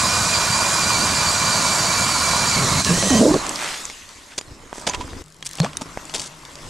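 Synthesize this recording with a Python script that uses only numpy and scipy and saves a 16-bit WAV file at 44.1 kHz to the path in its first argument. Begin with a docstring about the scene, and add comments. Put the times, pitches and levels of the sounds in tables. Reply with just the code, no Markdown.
"""Lake ice, light wind: a cordless drill turns an auger close by, as wavering gear orders over shaped noise.
It breaks through, races unloaded while the hole gulps in rough low tones, and stops with a falling whine.
Slush drains and crunches as noise, the frame is laid down with a clatter of decaying modes, the floor drops
abruptly, then a depth sounder's float plops in as rising tones, its transducer ticking and its display
motor humming."""
import sys
import numpy as np
from scipy import signal
from scipy.fft import rfft, irfft, next_fast_len
from scipy.io import wavfile
from scipy.ndimage import uniform_filter1d, map_coordinates

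SR = 44100
rng = np.random.default_rng(int(sys.argv[2]) if len(sys.argv) > 2 else 0)


def dump(signal):
    """Clip the signal to [-1, 1] and save it as 16-bit WAV at the path in sys.argv[1]."""
    limited = np.clip(np.atleast_2d(signal).T, -1, 1)
    pcm = np.round(limited * 32767).astype(np.int16)
    wavfile.write(sys.argv[1], SR, pcm)


N = 295029
TIME = np.arange(N) / SR
HALF = np.array([[.5], [-.5]])  # splits a left-right difference over the two ports


def amp(db):
    """dB to gain."""
    return 10 ** (np.asarray(db) / 20)


def unit(x):
    """Scaled to rms 1."""
    return x / np.sqrt(np.mean(x ** 2) + 1e-20)


def along(points, hz):
    """(Hz, value) points interpolated on a log frequency axis."""
    f, v = np.transpose(points)
    return np.interp(np.log(hz + 1), np.log(f + 1), v)


def colour(points):
    """Gain of frequency from (Hz, dB) points."""
    return lambda hz: amp(along(points, hz))


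def curves(rows):
    """One value per sample for each column after the time."""
    s, *cols = np.transpose(rows)
    return [np.interp(TIME, s, c) for c in cols]


def gate(rows):
    """1 while a table lasts, with a short fade outside it."""
    return np.clip(np.minimum(TIME - rows[0][0], rows[-1][0] - TIME) / 0.022 + 1, 0, 1)


def after(start_s, rise_s):
    """0 before start_s, 1 once rise_s has passed."""
    return np.clip((TIME - start_s) / rise_s, 0, 1)


def wobble(rate_hz):
    """A smooth random curve, rate_hz knots a second."""
    return map_coordinates(rng.standard_normal(int(N * rate_hz / SR) + 4), [TIME * rate_hz])


def filtered(x, response):
    """x times a complex response of frequency."""
    m = next_fast_len(N + SR // 2)
    return irfft(rfft(x, m) * response(np.fft.rfftfreq(m, 1 / SR)), m)[..., :N]


def rush(gain, alike, patchy_db, grit_db):
    """Stereo noise of rms 1, with patches of random gain and millisecond grit."""
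    gritty = rng.standard_normal((2, N)) * amp(grit_db * wobble(500))
    z = signal.stft(gritty, nperseg=512)[2]
    field = uniform_filter1d(rng.standard_normal(z.shape[1:]), size=5, axis=0)
    field = uniform_filter1d(field, size=8, axis=1)
    pair = signal.istft(z * amp(patchy_db * unit(field)), nperseg=512)[1][:, :N]

    def mid_side(hz):
        turn = np.arccos(np.clip(along(alike, hz), -1, 1)) / 2
        return gain(hz) * [np.cos(turn), np.sin(turn)]

    mid, side = filtered(pair, mid_side)
    return unit(np.array([mid + side, mid - side]))


def burst(count, hz, thud_db, sharp):
    """Noise around a pitch over a dull thud."""
    f = np.fft.rfftfreq(count, 1 / SR) + 1
    snap_gain = 1 / (1 + (sharp * np.log(f / hz)) ** 2)
    thud_gain = 1 / (1 + (0.86 * np.log(f / 400)) ** 4)
    snap, thud = irfft(rfft(rng.standard_normal((2, count))) * [snap_gain, thud_gain], count)
    return unit(snap) + amp(thud_db) * unit(thud)


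def slides(rows):
    """Each row rings at an exponentially sliding pitch and dies."""
    out, t = np.zeros(N + SR), np.arange(SR // 4) / SR
    for s, hz, rise, db, t60 in rows:
        rise_in = 1 - np.exp(-(t / (.001 + .35 / hz)) ** 2)
        phase = 2 * np.pi * np.cumsum(hz * np.exp(rise * np.minimum(t, t60))) / SR
        out[round(s * SR):][:len(t)] += amp(db - 60 * t / t60) * rise_in * np.sin(phase)
    return out[:N]


# Motor speed as tooth-mesh pitch, before shake. Each row: time in seconds, mesh in Hz.
MESH_HZ = [(0, 2440), (.55, 2360), (.72, 2420), (.92, 2350), (1.4, 2370), (1.7, 2310), (2.52, 2340),
           (2.66, 2100), (2.675, 1800), (2.7, 2120), (2.81, 2230), (2.86, 2900), (2.9, 2600), (2.96, 3030),
           (3.01, 3120), (3.04, 2960), (3.07, 3120), (3.19, 3050)]
# Gear orders. Each row: multiple of mesh, level in dB, waver in Hz in solid ice, change in dB when
# unloaded, extra lead of the left port in rad.
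MESH_ORDERS = [(.615, 0, 24, 1, -.6), (1, 2, 30, -5, -.5), (2, 4, 70, -2, -.1), (3, -2, 140, -12, 0)]
# Fan and gearbox hiss spectrum. Each row: frequency in Hz, relative level in dB per Hz.
CASE_HISS_DB = [(1200, -24), (1600, -6.5), (2000, -12), (2450, -8), (2750, -9.5), (3600, -9.5), (3950, -2),
                (4700, -4), (5400, -4.5), (7200, -2), (9800, -10.5), (11000, -20.5), (12100, -17.5),
                (14300, -75), (14700, -60)]
# Auger frame resonances driven by the blades. Each row: frequency in Hz, width in Hz, level in dB.
SCRAPE_MODES = [(684, 167, 10), (1029, 230, 17), (1120, 61, -15), (1720, 100, -8)]
# Shaken ice spectrum. Each row: frequency in Hz, relative level in dB per Hz.
RUMBLE_SPECTRUM_DB = [(12, -46), (20, -16), (37, -13), (92, -2), (189, -3), (426, -17), (480, -38),
                      (620, -58), (1060, -120)]
# Likeness of the drill noise at the two ports. 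Each row: frequency in Hz, likeness 0-1.
ALIKE_DRILL = [(60, 0.96), (99, 1), (160, 0.98), (270, 1), (450, 0.95), (740, 1), (1220, 1), (2010, 0.85),
               (3330, 0.9), (5500, 0.93), (9080, 1), (15000, 0.56)]
# Phase between the ports. Each row: frequency in Hz, lead of the left port in rad.
PORT_LEAD_RAD = [(0, -0.083), (1810, 0.043), (2410, -0.86), (3880, -0.14), (10900, 0.23), (11700, 1),
                 (12300, -0.1), (15200, 0.0)]
# Level between the ports. Each row: frequency in Hz, left minus right in dB.
PORT_LEAN_DB = [(60, -2.5), (110, -0.5), (200, -1.5), (380, -2), (700, -4), (1290, -1), (2380, -5),
                (4400, -3.5), (8120, -1.0), (15000, 4)]
# Level change while breaking through. Columns: whine, hiss, scrape, rumble, in dB.
BREAK_CHANGE_DB = (-1, -0.2, -0.5, 4.5)
# Level change running free. Columns: whine, hiss, scrape, rumble, in dB.
FREE_CHANGE_DB = (0, 0, -5, 2)
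# Brief drop as the auger jerks free. Columns: whine, hiss, scrape, rumble, in dB.
JERK_DROP_DB = (-9, -6, -13, -8)
# Slope after the trigger is let go. Columns: whine, hiss, scrape, rumble, in dB per second.
COAST_SLOPE_DB_PER_S = (-600, -53, -100, -95)
BREAK_S, FREE_S, RELEASE_S = 2.55, 2.835, 3.185  # blades break through, auger jerks free, trigger let go
JERK_HALF_WIDTH_S = 0.016
SOLID_ICE_DB = (-31, -22, -24, -30)  # whine, hiss, scrape, rumble
UNEVEN, UNEVEN_BREAKING = .013, .05  # speed shake as a share of speed
SMEAR_BREAKING = 3  # order waver multiplier while breaking through


def drill():
    """Wavering gear orders over fan hiss; the blades scrape through the frame's resonances and shake the ice."""
    loose = after(FREE_S, 0.019)
    breaking = after(BREAK_S, .03) - loose
    jerk = np.exp(-((TIME - FREE_S) / JERK_HALF_WIDTH_S) ** 2)
    coast_s = np.maximum(TIME - RELEASE_S, 0)
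    columns = zip(SOLID_ICE_DB, BREAK_CHANGE_DB, FREE_CHANGE_DB, JERK_DROP_DB, COAST_SLOPE_DB_PER_S)
    whine_db, hiss_db, scrape_db, rumble_db = (
        db + breaking * b + loose * f + jerk * j + coast_s * c for db, b, f, j, c in columns)

    # load shakes the speed; the balance of orders shifts with speed
    shake = (UNEVEN + (UNEVEN_BREAKING - UNEVEN) * breaking) * wobble(40)
    mesh_hz = curves(MESH_HZ)[0] * (1 + shake)
    unloaded = np.clip((mesh_hz - 2500) / 500, 0, 1)
    smear = 1 + (SMEAR_BREAKING - 1) * breaking
    whine = 0
    for k, db, waver_hz, unloaded_db, lead_rad in MESH_ORDERS:
        order_amp = amp(db + unloaded * unloaded_db + 3.1 * wobble(50))
        order_hz = k * mesh_hz + waver_hz * smear * wobble(180)
        whine = whine + order_amp * np.sin(2 * np.pi * np.cumsum(order_hz) / SR + HALF * lead_rad)

    def frame(f):
        modes = sum(amp(db) * 1j * f * w / (c * c - f * f + 1j * f * w) for c, w, db in SCRAPE_MODES)
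        return np.abs(modes) / (1 + (f / 14500) ** 24)

    noise = amp(hiss_db) * rush(colour(CASE_HISS_DB), ALIKE_DRILL, patchy_db=1.62, grit_db=0.82)
    noise += amp(scrape_db) * rush(frame, ALIKE_DRILL, patchy_db=1.3, grit_db=0.84)
    noise += amp(rumble_db) * rush(colour(RUMBLE_SPECTRUM_DB), ALIKE_DRILL, patchy_db=2.0, grit_db=2.0)

    def off_to_one_side(f):
        return amp(HALF * along(PORT_LEAN_DB, f)) * np.exp(1j * HALF * along(PORT_LEAD_RAD, f))

    return filtered(noise + amp(whine_db) * whine, off_to_one_side)


# Surges in the flooding hole's air column. Each row: start in seconds, length in seconds, first pitch
# in Hz, last pitch in Hz, level in dB, roughness 0-1.
GULP_SURGES = [(2.559, .12, 160.1, 154.8, -23.5, .45), (2.699, 0.1, 149.6, 167.7, -28, 0.56),
               (2.861, 0.019, 171.7, 178, -25, 0.87), (2.888, 0.052, 210.5, 160.2, -14.5, 0.43),
               (2.969, 0.013, 228.8, 249.4, -19.5, 0.75), (3.027, 0.0498, 220.5, 189.4, -19.5, 0.44),
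               (3.104, .1, 279.7, 215.6, -13, .35), (3.21, 0.11, 250, 330, -12.5, 0.64),
               (3.337, 0.027, 339.3, 327, -13, 0.59), (3.475, 0.034, 303.4, 300, -32.5, 0.46)]
GULP_ATTACK_S, GULP_T60_S = 0.0041, 0.058


def gulps():
    """Surging water drives the hole's air column: a low tone with overtones, torn and splashing when rough."""
    points, level = [], 0
    for s, length_s, first_hz, last_hz, db, r in GULP_SURGES:
        points += [(s, first_hz, r), (s + length_s, last_hz, r)]
        fall_db = 60 * np.maximum(TIME - s - length_s, 0) / GULP_T60_S
        level = level + after(s, GULP_ATTACK_S) * amp(db - fall_db)
    hz, rough = curves(points)
    rough = np.clip(rough, 0, 1)
    phase = 2 * np.pi * np.cumsum(hz * (1 + .22 * rough * wobble(90))) / SR
    tone = np.sin(phase)
    tone += 0.14 * np.sin(2 * phase + 1.6 * wobble(60))
    tone += 0.21 * np.sin(3 * phase + 2.7 * wobble(60))
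    torn_tone = unit(tone) * amp(4.9 * rough * (wobble(70) - 1.44))
    splash_colour = colour([(60, -11), (150, -2), (420, 1.5), (630, 2), (780, -12.5), (1400, -25), (3000, -59)])
    splash = rush(splash_colour, [(300, 0.97)], patchy_db=4.0, grit_db=4)
    return level * (torn_tone + 0.86 * rough * splash)


# Single snaps of ice, slush and metal. Each row: start in seconds, level in dB, centre in Hz,
# thud in dB re the snap.
SNAPS = [(2.8473, -9, 5700, -18), (3.026, -16, 1810, 6), (3.1043, -14, 6300, 3), (3.3422, -16, 4480, 3),
         (3.4665, -18, 7330, -12), (3.493, -11.5, 7740, -39), (3.558, -14.5, 4960, -33),
         (3.591, -20, 2170, -28), (3.6576, -22, 1540, -37), (3.8532, -17, 6940, -32),
         (3.8994, -22, 2160, -34), (4.0906, -30, 4400, -30), (4.3795, -17.5, 6800, -9),
         (4.4119, -26.5, 4900, -6), (4.7289, -27.5, 1520, 3), (4.782, -30, 5900, 8), (4.8676, -22, 6060, 2),
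         (4.897, -22, 6950, -22), (4.9367, -18.5, 1720, -25), (4.947, -17, 2750, -24), (5.078, -34, 500, 7),
         (5.1324, -33.5, 1850, 5), (5.426, -19.5, 3270, -12), (5.454, -20, 8950, -23),
         (5.5712, -30, 7870, -14), (5.5853, -24, 2730, -5), (5.6012, -12, 4250, 2), (5.646, -17, 2400, -3),
         (5.7324, -31, 3300, -23), (5.77, -10.5, 9200, -37), (5.9738, -28, 1480, 8),
         (6.0533, -27, 7140, -6), (6.0962, -27, 2900, -23), (6.1963, -17, 4500, -28),
         (6.217, -20, 5520, -23), (6.4515, -27.5, 3560, -19), (6.555, -28.5, 4810, -6)]
# Crunches of dense grit. Each row: start in seconds, end in seconds, level in dB, centre in Hz,
# thud in dB re the crunch.
GRIT_CRUNCHES = [(3.585, 3.79, -29.5, 1470, -37), (4.302, 4.354, -43.5, 2000, -16),
                 (4.378, 4.393, -23.5, 4480, -11), (4.737, 4.845, -37.5, 6500, -19),
                 (4.866, 4.901, -22.5, 3760, -3), (4.904, 4.931, -36, 2000, -12),
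                 (4.932, 4.962, -30, 2500, -18), (5.003, 5.029, -39, 2500, -10),
                 (5.459, 5.478, -24, 7500, -26), (5.577, 5.613, -40, 3500, -10),
                 (5.625, 5.674, -34, 2960, 1), (5.811, 5.835, -34, 6000, -1),
                 (6.139, 6.175, -22.5, 4930, -9), (6.166, 6.29, -32, 5700, -11)]
# Steel frame modes. Each row: frequency in Hz, level in dB, t60 in seconds.
FRAME_MODES = [(990, 7, 0.072), (2500, -11, 0.033), (3500, -10, 0.039), (4800, 2, 0.033), (6180, 4, 0.035),
               (7000, -2, 0.095)]
# Blows on the frame. Each row: start in seconds, level in dB, boost of the lowest mode in dB.
BLOWS = [(4.382, -26.5, -15), (4.868, -28, -8), (4.896, -27.5, -7), (4.942, -41.5, 15), (5.009, -47.5, 17)]
# Treble loss of these close sounds. Each row: frequency in Hz, gain in dB.
PORT_LOSS_DB = [(8000, 1), (10000, -4), (12000, -19), (14000, -18), (15600, -40)]
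SNAP_T60_S = 0.0093


def knocks():
    """Snaps ring briefly and die, crunches swell and fade in grains, blows ring the steel frame."""
    out, t = np.zeros(N + SR), np.arange(SR // 5) / SR
    for s, db, hz, thud_db in SNAPS:
        fade = amp(-60 * t / SNAP_T60_S) * (1 - np.exp(-t / 0.00014))
        ring = 0.55 * fade ** 0.46 * np.sin(2 * np.pi * hz * t)
        snap = fade * burst(len(t), hz, thud_db, sharp=1.2) + ring
        out[round(s * SR):][:len(t)] += amp(db) * snap
    grit = unit(amp(3.5 * wobble(400)))
    for start_s, end_s, db, hz, thud_db in GRIT_CRUNCHES:
        swell = np.sin(np.pi * np.clip(t / (end_s - start_s), 0, 1) ** 0.58) ** 0.62
        i = round(start_s * SR)
        crunch = np.nan_to_num(swell) * grit[i:][:len(t)] * burst(len(t), hz, thud_db, sharp=1.21)
        out[i:][:len(t)] += amp(db) * crunch
    for s, db, low_db in BLOWS:
        for mode, (hz, mode_db, t60) in enumerate(FRAME_MODES):
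            boost_db = low_db if mode == 0 else 0
            level_db = db + mode_db + boost_db + rng.normal(0, 2.4)
            out[round(s * SR):][:len(t)] += amp(level_db - 60 * t / t60) * np.sin(2 * np.pi * hz * t)
    return filtered(out[:N], colour(PORT_LOSS_DB))


def scatter(x):
    """Body, gear and ice close by send each port its own brief reflections."""
    t = np.arange(SR // 40) / SR
    tails = rng.standard_normal((2, len(t))) * amp(-60 * t / .012)
    tails = tails / np.linalg.norm(tails[0])
    return x + amp(-14) * signal.fftconvolve(x[None], tails, axes=1)[:, :N]


# Trickle and fizz levels: draining slush, then, after an abrupt drop at 5.22 s, a quieter floor that
# swells again. Each row: time in seconds, trickle in dB, fizz in dB.
TRICKLE_FIZZ_DB = [(3.3, -32, -39), (3.43, -29, -35), (3.67, -37.5, -29), (4.06, -51, -43.5),
                   (4.6, -50.5, -50.5), (4.75, -44, -47.5), (4.9, -38.5, -43.5), (5.22, -43.5, -44),
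                   (5.23, -57, -56.5), (5.41, -53.5, -53.5), (5.52, -50.5, -42.5), (5.65, -34, -42.5),
                   (5.74, -44, -46.5), (6.15, -42, -41), (6.38, -46.5, -47.5), (6.69, -45, -41.5)]
# Trickle spectrum. Each row: frequency in Hz, relative level in dB per Hz.
TRICKLE_SPECTRUM_DB = [(88, -43), (150, -4), (306, -4.5), (489, -10.5), (584, -0.5), (708, -5.5),
                       (1060, 0.5), (4000, -23.5), (5200, -38), (8800, -120)]
# Wet snow spectrum. Each row: frequency in Hz, relative level in dB per Hz.
FIZZ_SPECTRUM_DB = [(1180, -10.5), (2000, -2), (2370, -6.5), (2590, -5), (4560, -5), (7560, -5),
                    (12500, -21), (14000, -32), (15500, -50)]
# Wind rumble level; it drops abruptly at 5.22 s. Each row: time in seconds, level in dB.
WIND_DB = [(3.3, -37), (3.67, -51), (4.25, -53), (5.06, -38), (5.22, -38), (5.23, -58), (5.55, -48.5),
           (6.1, -44.5), (6.34, -50), (6.69, -41.5)]
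# Wind rumble spectrum. Each row: frequency in Hz, relative level in dB per Hz.
WIND_SPECTRUM_DB = [(8.8, -33), (15, 0.5), (86, -5.5), (204, -15.5), (231, -13.5), (269, -7), (400, -13.5),
                    (520, -14), (880, -120)]
# Likeness of these noises at the two ports. Each row: frequency in Hz, likeness 0-1.
ALIKE_SLUSH = [(60, 0.83), (180, 0.97), (550, 0.87), (1650, 0.51), (4970, 0.86), (15000, 0.87)]


def slush():
    """Water trickles and wet snow fizzes in grains; wind rumbles on the ports."""
    trickle_db, fizz_db = curves(TRICKLE_FIZZ_DB)
    trickle = rush(colour(TRICKLE_SPECTRUM_DB), ALIKE_SLUSH, patchy_db=2, grit_db=3.0)
    fizz = rush(colour(FIZZ_SPECTRUM_DB), ALIKE_SLUSH, patchy_db=2.5, grit_db=1)
    wind_db = curves(WIND_DB)[0] + 2.5 * wobble(10)
    wind = rush(colour(WIND_SPECTRUM_DB), ALIKE_SLUSH, patchy_db=2, grit_db=3.0)
    wet = amp(trickle_db + 0.62 * wobble(11)) * trickle + amp(fizz_db) * fizz
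    return gate(TRICKLE_FIZZ_DB) * (wet + amp(wind_db) * wind)


# Falling tones. Each row: start in seconds, first pitch in Hz, log pitch slope per second,
# level in dB, t60 in seconds.
RUN_DOWN_TONES = [(3.28, 4970, -1.2, -36, .5), (3.4, 4150, -4, -30, .22)]


def run_down():
    """The braked motor's whine falls in pitch and dies, its level fluttering."""
    return slides(RUN_DOWN_TONES) * amp(7.4 * wobble(120))


# Ticks, loud while the transducer hangs near. Each row: time in seconds, level in dB.
PINGS_DB = [(5.21, -37), (5.4, -41.5), (5.47, -27), (5.56, -23), (5.7, -48), (6.69, -41)]
# Display motor hum. Each row: time in seconds, level in dB.
HUM_DB = [(5.25, -53), (5.3, -51.5), (5.55, -54), (5.66, -32), (5.74, -52.5), (6.3, -50), (6.5, -58),
          (6.69, -45)]
PING_S, PING_HZ = 5.2193, 47.8  # first tick, tick rate


def sounder():
    """The transducer ticks once a turn of the display motor, which hums."""
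    since_s = (TIME - PING_S) % (1 / PING_HZ)
    tick_colour = colour([(1500, -40), (3000, -0.5), (7000, 5), (11000, 0), (14000, -41)])
    tick = unit(filtered(rng.standard_normal(N), tick_colour))
    ticks = amp(curves(PINGS_DB)[0] - 60 * since_s / 0.0073) * tick * (TIME > PING_S)
    hum = np.sqrt(2) * np.sin(2 * np.pi * np.cumsum(152 + 9 * wobble(40)) / SR)
    return ticks + gate(HUM_DB) * amp(curves(HUM_DB)[0] + 2.5 * wobble(15)) * hum


# Air pockets closing under the float, and droplets. Each row: start in seconds, first pitch in Hz,
# log pitch slope per second, level in dB, t60 in seconds.
PLOP_BUBBLES = [(5.601, 139, 8, -2.5, 0.12), (5.614, 500, 34, -23, 0.043), (5.617, 4260, 1.5, -12, 0.015),
                (5.632, 420, 24, -18, 0.11), (5.648, 695, 20, -17.5, 0.045), (5.662, 1080, 10, -14, 0.021),
                (5.772, 3700, 1.5, -21, .016), (5.817, 260, 9.6, -21.5, 0.05)]


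def bubbles():
    """A closing air pocket rings at a rising pitch and radiates no deep bass."""
    return filtered(slides(PLOP_BUBBLES), lambda hz: 1 / (1 + (110 / (hz + 1)) ** 6))


# Swing of the near sounds. Each row: time in seconds, left minus right in dB.
PAN_DB = [(3.3, -2), (3.97, 1), (5.02, -2), (5.17, 3), (5.74, 0), (6.17, 3), (6.69, 0.5)]


def scene():
    """Near sounds swing left and right as the wearer of the microphones turns; the drill keeps its side."""
    near = gulps() + scatter(knocks()) + run_down() + slush() + sounder() + bubbles()
    return drill() + near * amp(HALF * curves(PAN_DB)[0])


CEILING, KNEE = .75, 4  # soft-limit amplitude, sharpness of its bend
TOP_HZ = 15692


def record(dry):
    """The camera softens the highest peaks and keeps nothing above its band limit."""
    softened = dry / (1 + np.abs(dry / CEILING) ** KNEE) ** (1 / KNEE)
    return filtered(softened, lambda hz: hz < TOP_HZ)


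dry = scene()
out = record(dry)
dump(out)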